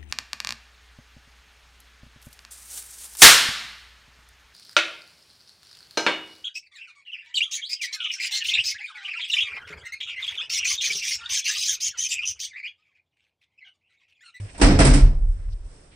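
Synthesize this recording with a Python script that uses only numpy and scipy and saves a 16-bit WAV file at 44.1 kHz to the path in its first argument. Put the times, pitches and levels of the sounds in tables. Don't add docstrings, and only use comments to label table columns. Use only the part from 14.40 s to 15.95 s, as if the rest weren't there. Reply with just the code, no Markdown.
import sys
import numpy as np
from scipy import signal
from scipy.fft import rfft, irfft
from scipy.io import wavfile
from scipy.ndimage import uniform_filter1d

SR = 44100
rng = np.random.default_rng(int(sys.argv[2]) if len(sys.argv) > 2 else 0)


def inscribe(sig):
    pcm = np.round(np.clip(np.atleast_2d(sig).T, -1, 1) * 32767)
    wavfile.write(sys.argv[1], SR, pcm.astype(np.int16))


def rack_gain(trim_db):
    fader = np.asarray(trim_db, float)
    return 10 ** (fader / 20)


N = 68355

# [t/s, panel thud level/dB, mid crash level/dB, treble rattle level/dB, crash t60/s]
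DOOR_BLOWS = [(0.144, -44, -50.5, -60, 0.57), (0.177, -39.5, -46.5, -35.5, 0.34),
              (0.196, -23, -37.5, -35.5, 0.44), (0.213, -9.5, -17, -15, 0.44),
              (.236, -14, -21, -27.5, 0.25), (0.257, -11, -35.5, -22.5, 0.22),
              (0.304, -12, -29.5, -33, 0.42), (0.388, -8, -17.5, -16.5, 0.19),
              (0.4, -17.5, -18.5, -16, 0.39), (.447, -17.5, -21.5, -13.5, 0.33),
              (0.465, -30, -25.5, -21, 0.47), (0.496, -18.5, -30, -25.5, 0.52),
              (0.535, -26, -26, -17.5, 0.4), (.572, -26.5, -73, -47, 1), (0.624, -25.5, -69, -69, .6)]
# [f/Hz, level/dB, t60/s]
PANEL_MODES = [(69.25, -7, 0.52), (86.6, -7.5, 0.52), (196.6, -10.5, 0.55), (226.8, -16.5, 0.73),
               (250.6, -10, 0.61), (286.9, -1, 0.35), (342.3, -14.5, 0.44), (425, -12.5, 0.27),
               (532.4, -9, 0.081), (638, -7, 0.31), (694, -3.5, 0.075), (812, -14, .15), (931, -6.5, 0.11),
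               (1066, -20, 0.2)]
# [f/Hz, level/dB]
CRASH_COLOUR = [(150, -15.5), (300, 11.5), (700, 0), (1200, 3), (2200, 1.5), (3500, -4), (6000, -1),
                (11000, -3)]
# [centre t/s, length/s, f/Hz, level/dB]
ROPE_LURCHES = [(0.253, 0.075, 41.8, -9), (0.319, 0.17, 31.6, -18.5), (0.445, 0.15, 40.6, -14),
                (0.529, 0.19, 39.8, -11.5), (0.642, 0.066, 38.4, -5), (0.697, 0.088, 35.5, -15.5),
                (0.771, 0.074, 29.3, -18.5), (.84, 0.1, 35.9, -16.5), (0.903, 0.077, 35.4, -17),
                (0.958, 0.073, 39.6, -28), (1.024, 0.12, 35.3, -31), (1.084, 0.091, 36.7, -26.5),
                (1.145, 0.082, 39.7, -27), (1.209, 0.037, 33.3, -33), (1.258, 0.059, 38, -32),
                (1.319, 0.053, 34.9, -42)]
# [centre t/s, length/s, f/Hz, level/dB]
AIR_BOOMS = [(.25, 0.046, 141, -24.5), (.33, 0.16, 135.7, -23), (.405, 0.034, 141, -17),
             (.485, 0.11, 135, -15.5), (.57, 0.14, 135.8, -21), (.66, .12, 136.2, -24.5),
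             (.74, 0.24, 149, -39), (.83, 0.13, 149.4, -41.5), (1.0, 0.31, 141, -57)]
# [t/s, centre f/Hz, width/Hz, peak level/dB]
METAL_TICKS = [
    (.095, 1800, 3500, -42),
    (.192, 600, 500, -33),
    (.888, 8500, 2500, -46),
    (1.0905, 900, 1700, -45),
]
# [t/s, length/s, centre f/Hz, width/Hz, level/dB]
RUSTLES = [
    (.094, .02, 2500, 5000, -58),
    (.96, .1, 1600, 900, -66),
    (1.508, .05, 2400, 2200, -60),
    (1.096, .04, 5300, 1800, -65),
    (1.118, .021, 4200, 2400, -59),
]
# [f/Hz, level/dB per Hz]
FAN_COLOUR = [(20, -14), (32, -1), (80, -12.5), (150, -15), (200, -20), (500, -22), (870, -31), (3500, -40)]
# [t/s, level/dB]
FLOOR_GAIN = [(0, 8), (.2, 5), (.7, -10), (.9, -3), (1.0, -1), (1.07, -4.5), (1.2, -5), (1.32, 3),
              (1.55, -2)]
# [f/Hz, level/dB]
LEFT_PORT = [(100, 1), (600, 0), (3000, -0.5), (4600, 3), (5400, 6.5), (6500, -4.5), (8500, -34.5),
             (11000, -52)]
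# [f/Hz, level/dB]
RIGHT_PORT = [(300, 1.5), (2500, 3.5), (4200, -1.5), (6000, -14), (7300, -1), (8500, 8), (9800, -3),
              (10700, -23.5)]


def curve(table, t):
    return np.interp(t, *np.array(table, float).T)


def colour(x, table):
    n = 1 << 17
    rows = np.array(table, float)
    hz = np.arange(n // 2 + 1) * SR / n
    db = np.interp(np.log(hz + 1), np.log(rows[:, 0]), rows[:, 1])
    cepstrum = irfft(db * np.log(10) / 20, n)
    cepstrum[1:n // 2] *= 2
    cepstrum[n // 2 + 1:] = 0
    return irfft(rfft(x, n) * np.exp(rfft(cepstrum)), n)[..., :N]


def cut(x, order, hz, kind):
    return signal.sosfilt(signal.butter(order, hz, kind, fs=SR, output="sos"), x)


def band(x, hz, width_hz):
    low_hz = max(np.sqrt(hz ** 2 + width_hz ** 2 / 4) - width_hz / 2, 10)
    return cut(x, 2, [low_hz, min(low_hz + width_hz, SR / 2.2)], "band")


def unit(x):
    return x / np.sqrt(np.mean(x ** 2))


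def walk(rate_hz):
    k = int(SR / rate_hz)
    return unit(uniform_filter1d(uniform_filter1d(rng.standard_normal(N), k), k))


def pair(alike_hz):
    mid, side = rng.standard_normal((2, N))
    side = cut(side, 2, alike_hz, "high")
    return np.array([mid - side, mid + side]) / np.sqrt(2)


def decay(t, start, rise, t60):
    u = np.maximum(t - start, 0)
    return (1 - np.exp(-u / rise)) * np.exp(-np.log(1000) * u / t60)


def blow_level(t, column, rise, t60s):
    power = sum((rack_gain(b[column]) * decay(t, b[0], rise, t60)) ** 2 for b, t60 in zip(DOOR_BLOWS, t60s))
    return np.sqrt(power)


def swells(t, table, sag):
    out, level = np.zeros(N), np.zeros(N)
    for mid, length, hz, db in table:
        u = t - mid
        bell = rack_gain(db) * np.exp(-2 * (u / (length / 2)) ** 2)
        out += np.sqrt(2) * bell * np.cos(2 * np.pi * hz * u * (1 - sag * u / length))
        level += bell
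    return out, level


def panels(t):
    thud_s, knock_hz, knock_db, side_hz = 0.0058, 480, 8.5, 700
    waver_db, waver_rad = 3.5, 0.71
    clamp_s, clamp_t60_s = 0.57, 1
    ring = np.zeros((2, N))
    push = np.array([decay(t, b[0], thud_s / 4, thud_s * 4) for b in DOOR_BLOWS])
    chance = rng.standard_normal((len(DOOR_BLOWS), 3 * len(PANEL_MODES)))
    for k, (hz, db, t60) in enumerate(PANEL_MODES):
        phase, strength, place = chance[:, 3 * k:3 * k + 3].T
        force = rack_gain(np.array([b[1] if hz < knock_hz else b[2] + knock_db for b in DOOR_BLOWS]))
        hit = force * np.exp(.6j * phase) * rack_gain(2.6 * strength)
        skew = np.exp(1j * np.outer([-1, 1], place) * (hz / side_hz) ** 2)
        drive = (skew * hit) @ push * np.exp(2j * np.pi * hz * t) / (thud_s * SR / 2)
        pole = np.exp(2j * np.pi * hz / SR - np.log(1000) / (t60 * SR))
        waver = rack_gain(waver_db * walk(30)) * np.exp(1j * waver_rad * walk(30))
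        ring += rack_gain(db) * (signal.lfilter([1], [1, -pole], drive) * waver).imag
    rumble = blow_level(t, 1, thud_s, [0.6] * len(DOOR_BLOWS))
    rumble = rack_gain(-13) * rumble * unit(band(pair(980), 296, 407))
    return rack_gain(-5 - 60 * np.maximum(t - clamp_s, 0) / clamp_t60_s) * ring + rumble


def crash(t):
    split_hz, bottom_hz, rise_s = 6380, 299, .002
    stop_s, stop_t60_s, patchy_db = 0.63, 1, 0.5
    mids = cut(colour(pair(290), CRASH_COLOUR), 4, split_hz, "low")
    treble = cut(colour(pair(290), CRASH_COLOUR), 4, split_hz, "high")
    mids = cut(mids, 2, bottom_hz, "high")
    stop = rack_gain(-60 * np.maximum(t - stop_s, 0) / stop_t60_s)
    mid_level = blow_level(t, 2, rise_s, [b[4] * 1.082 for b in DOOR_BLOWS])
    treble_level = blow_level(t, 3, rise_s, [b[4] * 0.6 for b in DOOR_BLOWS])
    mids = unit(mids) * stop * mid_level * rack_gain(patchy_db * walk(60))
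    return mids + unit(treble) * treble_level * rack_gain(patchy_db * walk(140))


def sway(t):
    shudder_hz, shudder_width_hz, shudder_db = 81.4, 30, -20
    lag_s, follow_power = .06, 0.77
    lurch, level = swells(t, ROPE_LURCHES, 0.25)
    frame = band(rng.standard_normal(N), shudder_hz, shudder_width_hz)
    frame = band(frame, shudder_hz, shudder_width_hz)
    follow = np.maximum(uniform_filter1d(level, int(lag_s * SR)), 0) ** follow_power
    shudder = rack_gain(shudder_db) * follow * unit(frame)
    boom = swells(t, AIR_BOOMS, 0)[0]
    spread = rack_gain(-21) * unit(band(rng.standard_normal(N), 50, 60)) * level
    return lurch + shudder + boom + np.outer([1, -1], spread)


def door_drive(t):
    motor_hz, motor_db, stop_s, fade_s = 100.4, -36, .055, .014
    roll_hz, roll_width_hz, roll_db, roll_end_s = 2220, 1400, -59.5, .21
    hum = np.sin(2 * np.pi * motor_hz * t) + 0.11 * np.sin(np.pi * motor_hz * t)
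    hum *= rack_gain(motor_db + 2.6 * walk(30.8)) * np.exp(-np.maximum(t - stop_s, 0) / fade_s)
    roll = unit(band(pair(500), roll_hz, roll_width_hz))
    roll *= rack_gain(roll_db + 5.5 * walk(40)) * (t < roll_end_s)
    return np.sqrt(2) * hum + roll


def ticks(t):
    out = np.zeros((2, N))
    for start, length, hz, width_hz, db in RUSTLES:
        u = (t - start) / length
        shape = np.clip(u * 4.5, 0, 1) * np.exp(-np.maximum(u - 1, 0) * 9.0)
        out += rack_gain(db) * shape * unit(band(pair(555), hz, width_hz))
    for start, hz, width_hz, db in METAL_TICKS:
        click = band((np.arange(N) == int(start * SR)) * 1., hz, width_hz)
        tail = .3 * decay(t, start, .001, .025) * unit(band(pair(600), hz, width_hz))
        out += rack_gain(db) * (click / np.abs(click).max() + tail)
    return out


def air(t):
    fan_db, hiss_db = -53, -60.5
    gain_db = curve(FLOOR_GAIN, t)
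    fan = unit(colour(pair(450), list(FAN_COLOUR) + [(7000, -59)])) * rack_gain(fan_db + 0.54 * walk(24))
    hiss = unit(band(pair(300), 7600, 6400)) * rack_gain(hiss_db + gain_db + 0.75 * walk(42))
    return fan * rack_gain(0.53 * gain_db) + hiss


def scene():
    t = np.arange(N) / SR
    return panels(t) + crash(t) + sway(t) + door_drive(t) + ticks(t) + air(t)


def low_pass(x):
    return signal.sosfilt(signal.butter(12, 10730, fs=SR, output="sos"), x)


def record(dry):
    limit, top_hz = 1.25, 10750
    x = np.array([colour(dry[0], LEFT_PORT), colour(dry[1], RIGHT_PORT)])
    x = limit * np.tanh(x / limit)
    x = signal.sosfilt(signal.ellip(10, .3, 60, top_hz, fs=SR, output="sos"), x)
    return low_pass(x)


dry = scene()
out = record(dry)
inscribe(out)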